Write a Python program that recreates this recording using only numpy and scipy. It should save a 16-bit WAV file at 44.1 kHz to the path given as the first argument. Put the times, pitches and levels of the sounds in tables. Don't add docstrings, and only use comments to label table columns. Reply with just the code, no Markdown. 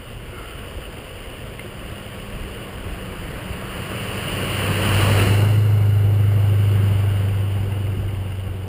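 import sys
import numpy as np
from scipy import signal
from scipy.fft import rfft, irfft, next_fast_len
from scipy.io import wavfile
from scipy.ndimage import uniform_filter1d, map_coordinates

SR = 44100
rng = np.random.default_rng(int(sys.argv[2]) if len(sys.argv) > 2 else 0)


def put_to_file(sound):
    columns = np.atleast_2d(sound).T
    safe = np.clip(columns, -1, 1)
    whole_steps = np.round(safe * 32767)
    wavfile.write(sys.argv[1], SR, whole_steps.astype(np.int16))


N = 382782
TIME_S = np.arange(N) / SR


def amp(db):
    return 10 ** (np.asarray(db) / 20)


def unit(x):
    return x / np.sqrt(np.mean(x ** 2) + 1e-20)


def curves(rows):
    times, *columns = np.transpose(rows)
    return [np.interp(TIME_S, times, column) for column in columns]


def during(rows, rise_s, fall_s):
    start, end = rows[0][0], rows[-1][0]
    return np.interp(TIME_S, [start - rise_s, start, end, end + fall_s], [0, 1, 1, 0])


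def swells(rows):
    return sum(db * np.exp(-(2 * (TIME_S - crest_s) / length_s) ** 2) for crest_s, length_s, db in rows)


def wobble(rate):
    knots = rng.standard_normal(int(N * rate / SR) + 4)
    return map_coordinates(knots, [TIME_S * rate])


def resonance(hz, centre_hz, width_hz):
    return 1 / (1 + ((hz - centre_hz) / (width_hz / 2)) ** 2)


def filtered(x, response):
    size = next_fast_len(N + SR // 2)
    return irfft(rfft(x, size) * response(np.fft.rfftfreq(size, 1 / SR)), size)[:N]


def coloured(x, spectrum):
    points_hz, db = np.transpose(spectrum)
    return unit(filtered(x, lambda hz: amp(np.interp(np.log(hz + 1), np.log(points_hz), db))))


def rush(spectrum, patchy_db):
    bins = signal.stft(rng.standard_normal(N), nperseg=512)[2]
    patches = uniform_filter1d(rng.standard_normal(bins.shape), size=5, axis=0)
    patches = unit(uniform_filter1d(patches, size=12, axis=1))
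    noise = signal.istft(bins * amp(patchy_db * patches), nperseg=512)[1][:N]
    return coloured(noise, spectrum)


def strikes(events, modes, crack, crack_hz):
    out, t = np.zeros(N + SR), np.arange(SR // 5) / SR
    lowpass = signal.butter(4, crack_hz, fs=SR, output="sos")
    for start_s, peak_db in events:
        sizes = amp(rng.normal(0, 2, len(modes)))
        ring = sum(size * amp(db - 60 * t / t60) * np.sin(2 * np.pi * hz * rng.normal(1, 0.013) * t)
                   for size, (hz, db, t60) in zip(sizes, modes))
        snap = signal.sosfilt(lowpass, rng.standard_normal(len(t)) * amp(-60 * t / 0.008))
        hit = (ring + crack * snap) * (1 - np.exp(-t / .0005))
        out[round(start_s * SR):][:len(t)] += amp(peak_db) * hit / np.abs(hit).max()
    return out[:N]


def passing(nearest_s, cover_s, db, doubling_db, rear_db):
    ahead = (TIME_S - nearest_s) / cover_s
    distance = np.hypot(1, ahead)
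    return db - doubling_db * np.log2(distance) + rear_db * ahead / distance


def bend_loss(half_clear_s, fade_s, depth_db):
    return depth_db / (1 + np.exp((TIME_S - half_clear_s) / fade_s))


def bounced(x, lag_s, gain):
    return x + gain * map_coordinates(x, [np.arange(N) - lag_s * SR], order=1)


def traffic_drone():
    # time_s, pitch_hz, level_db
    hum = [(6.2, 181.2, -55), (6.7, 180.8, -41), (7.2, 177, -39), (7.7, 173, -52)]
    pitch_hz, level_db = curves(hum)
    phase = 2 * np.pi * np.cumsum(pitch_hz * (1 + 0.0121 * wobble(15))) / SR
    return np.sqrt(2) * np.sin(phase) * amp(level_db + 2 * wobble(11)) * during(hum, .2, .1)


def wind(steady_db=-38.7, drift_db=0.5, flutter_db=1.2):
    # frequency_hz, relative_db
    air = [(10, -13.5), (25, 0), (50, 4), (100, -1.5), (160, -9), (300, -17.5), (1000, -55)]
    # crest_s, length_s, rise_db
    gusts = [(0.14, .18, 6), (0.77, .26, 6), (1.45, .1, 5), (1.8, .3, 5), (2.38, .28, 7), (2.88, .24, 10),
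             (3.19, .2, 9), (3.51, .12, 9), (6.25, .2, 7), (7.35, .2, 7.5), (7.65, .22, 8.5),
             (8.02, .4, 10)]
    draught_db = passing(nearest_s=5.35, cover_s=.5, db=-27.5, doubling_db=9, rear_db=1.5)
    flow = np.hypot(amp(steady_db + swells(gusts)), amp(draught_db))
    return flow * amp(drift_db * wobble(5) + flutter_db * wobble(18)) * rush(air, patchy_db=0.96)


def bicycle_tyres(grains_per_s=700, size_spread_db=4, grain_db=-4.0, bed_db=1.5):
    # time_s, relative_db
    rolling = [(0.24, -46.8), (0.4, -43.8), (1.2, -44.5), (1.7, -45.3), (2.2, -43.8), (3.3, -45.2),
               (6.4, -44), (7.1, -43.5), (7.9, -47), (8.68, -50)]
    # frequency_hz, relative_db
    grit = [(60, -16), (190, 4), (280, 3.5), (500, 7.5), (900, -2), (1500, -1), (2100, -2.5), (2500, -3),
            (3000, -1.5), (3500, -9.5), (4000, -20.5), (5000, -15.5), (5600, -26.5), (6000, -38.5)]
    level_db, = curves(rolling)
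    crushed = rng.random(N) < grains_per_s / SR
    sizes = amp(size_spread_db * np.minimum(rng.exponential(size=N), 4)) * rng.choice([-1, 1], N)
    grains = amp(grain_db) * coloured(crushed * sizes, grit)
    bed = amp(bed_db) * rush(grit, patchy_db=1.3)
    return amp(level_db + 0.28 * wobble(25)) * (grains + bed)


def stones():
    # start_s, relative_peak_db
    flicks = [(.969, -30), (1.24, -29), (1.5938, -17.5), (2.1984, -28), (4.5531, -18), (5.1966, -9),
              (6.9898, -28), (7.7209, -29), (7.8685, -30), (8.089, -31), (8.1484, -31), (8.3205, -31)]
    # pitch_hz, relative_db, t60_s
    modes = [(1810, -7, .02), (2085, -1.5, 0.033), (2690, -4.5, 0.027), (3280, -12, .008)]
    return amp(-4.5) * strikes(flicks, modes, crack=2, crack_hz=3020)


def frame_knocks():
    # start_s, relative_peak_db
    bumps = [(0.331, -25), (0.784, -23), (0.884, -31), (1.645, -27), (3.131, -25), (7.94, -29),
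             (8.257, -29)]
    # pitch_hz, relative_db, t60_s
    modes = [(363, -1, 0.15), (503, 2, 0.03), (643, -23, 0.025)]
    return amp(-6) * strikes(bumps, modes, crack=2.2, crack_hz=1200)


def scrape():
    # time_s, level_db
    stroke = [(0.22, -65), (0.33, -43.5), (0.48, -44.5), (0.65, -56)]
    # centre_hz, width_hz, relative_db
    peaks = [(1363, 180, -5), (2130, 160, -12)]
    body = lambda hz: sum(amp(db) * resonance(hz, centre, width) for centre, width, db in peaks)
    level_db, = curves(stroke)
    return unit(filtered(rng.standard_normal(N), body)) * amp(level_db) * during(stroke, .05, .05)


def pickup_road_noise(comb_above_hz=1450):
    # frequency_hz, relative_db
    roar_spectrum = [(30, -10), (120, 16.5), (200, 8.5), (280, 4.5), (550, 6), (850, -1), (1100, 2),
                     (1500, 2), (2300, -2), (3000, -8.5), (3600, -18), (4900, -19.5), (6000, -34)]
    tread_spectrum = [(900, -30), (1700, -6.5), (2400, -3), (2900, -0.5), (3200, -6), (3600, -17.5),
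                      (4600, -17.5), (5100, -18.5), (5600, -26), (6000, -21)]
    hiss_spectrum = [(200, 9), (450, 6), (800, 5), (1700, 11.5), (3000, -1.5), (3550, -9), (4000, 14.5),
                     (4700, 1.5), (5400, 7), (6000, 2.5)]
    wake_spectrum = [(20, -17), (60, 3.5), (120, 7), (210, 6), (265, -0.5), (345, 6.5), (450, 1),
                     (650, -6.5), (900, -6.5), (1500, -11), (2200, -14.5), (3000, -27.5), (4000, -31),
                     (6000, -46)]
    # crest_s, length_s, rise_db
    axles = [(5.16, .26, 2.8), (5.48, .18, 2.2)]
    # crest_s, length_s, rise_db
    late_swell = [(6.85, .9, 4)]
    # time_s, lag_s, treble_gain
    bounce = [(5.2, .00143, 0), (5.45, .00142, .6), (6.7, .0014, .6), (7.2, .00138, .25),
              (8.68, .00135, .25)]
    axle_db = swells(axles)
    lag_s, treble_gain = curves(bounce)
    roar_db = passing(nearest_s=5.31, cover_s=.41, db=-23.9, doubling_db=7.2, rear_db=-4.9)
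    tread_db = passing(nearest_s=5.42, cover_s=.2, db=-31.7, doubling_db=5.4, rear_db=-7.9)
    tread_db -= bend_loss(half_clear_s=3.7, fade_s=.13, depth_db=15)
    hiss_db = passing(nearest_s=5.25, cover_s=.27, db=-32.5, doubling_db=11.7, rear_db=.2)
    wake_db = passing(nearest_s=5.17, cover_s=.18, db=-23.7, doubling_db=6.2, rear_db=9.6)
    roar = amp(roar_db + axle_db + 0.3 * wobble(22)) * rush(roar_spectrum, patchy_db=1.2)
    tread = amp(tread_db + 0.34 * wobble(20)) * rush(tread_spectrum, patchy_db=1.1)
    hiss = amp(hiss_db) * coloured(rng.standard_normal(N), hiss_spectrum)
    hollow = unit(bounced(rush(wake_spectrum, patchy_db=1.73), lag_s, gain=0.3))
    wake = amp(wake_db + axle_db + 0.34 * wobble(18)) * hollow
    direct = amp(swells(late_swell)) * (roar + tread)
    treble = filtered(direct, lambda hz: hz ** 4 / (hz ** 4 + comb_above_hz ** 4))
    combed = bounced(treble, lag_s, treble_gain) / np.hypot(1, treble_gain)
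    return direct - treble + combed + hiss + wake


def pickup_engine(cruise_hz=98, ease_db_per_hz=.4, far_db=-47):
    # time_s, firing_hz
    speed = [(0.0, 113.8), (1.5, 101.5), (2.6, 97.2), (3.1, 92.6), (3.4, 92.3), (3.8, 96.5), (4.5, 97),
             (5.25, 101), (5.58, 105.3), (5.9, 102.3), (6.5, 101.5), (7.0, 99.5), (8.05, 98), (8.3, 94.8),
             (8.68, 93.3)]
    # cycle_multiple, relative_db
    orders = [(2, -39), (4, -26), (6, -24.5), (7, -37), (8, 0), (9, -30), (10, -16), (12, -25), (13, -42),
              (14, -36), (17, -30.5), (24, -44), (26, -36), (32, -33), (36, -42)]
    firing_hz, = curves(speed)
    firings = np.cumsum(firing_hz * (1 + 0.0024 * wobble(13))) / SR
    cycles = firings / 8
    tone = lambda turns: np.sqrt(2) * np.cos(2 * np.pi * turns)
    burble = sum(amp(db) * tone(multiple * cycles) * (1 + (.03 if db > -6 else .12) * wobble(11))
                 for multiple, db in orders)
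    exhaust_db = passing(nearest_s=5.26, cover_s=.53, db=-11.5, doubling_db=10.7, rear_db=12.9)
    exhaust_db -= ease_db_per_hz * np.maximum(cruise_hz - firing_hz, 0)
    exhaust = np.hypot(amp(exhaust_db), amp(far_db)) * burble
    bay_hum = tone(2 * firings) + amp(-6.5) * tone(10 * cycles)
    bay_db = passing(nearest_s=5.2, cover_s=.35, db=-37.3, doubling_db=2.4, rear_db=-.5)
    bay_db -= bend_loss(half_clear_s=1.5, fade_s=.3, depth_db=14)
    return exhaust + amp(bay_db + wobble(8)) * bay_hum


def gain_control(x, threshold_db=-15.4, share=.93, window_s=.16):
    power = np.abs(uniform_filter1d(x ** 2, size=int(window_s * SR)))
    excess_db = np.maximum(10 * np.log10(power + 1e-12) - threshold_db, 0)
    return x * amp(-share * excess_db)


def coarse_sampling(x, rate_hz=12000, top_hz=15300):
    coarse = signal.resample_poly(x, rate_hz, SR, window=("kaiser", 3))
    coarse += amp(-71) * rng.standard_normal(len(coarse))
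    held = signal.resample_poly(np.repeat(coarse, 4), SR, 4 * rate_hz)[:N]
    return filtered(held, lambda hz: hz < top_hz)


def scene():
    bicycle = bicycle_tyres() + stones() + frame_knocks() + scrape()
    return (bicycle + wind() + pickup_engine() + pickup_road_noise() + traffic_drone())[None]


def record(dry):
    # centre_hz, width_hz, boost_db
    peaks = [(434, 347, 3), (1108, 82, 4), (2874, 460, 7.5), (4670, 1070, 7)]
    housing = lambda hz: amp(sum(db * resonance(hz, centre, width) for centre, width, db in peaks))
    bass_cut = lambda hz: hz ** 2 / (hz ** 2 + 15 ** 2)
    heard = filtered(dry[0], lambda hz: housing(hz) * bass_cut(hz))
    return coarse_sampling(gain_control(heard))[None]


dry = scene()
out = record(dry)
put_to_file(out)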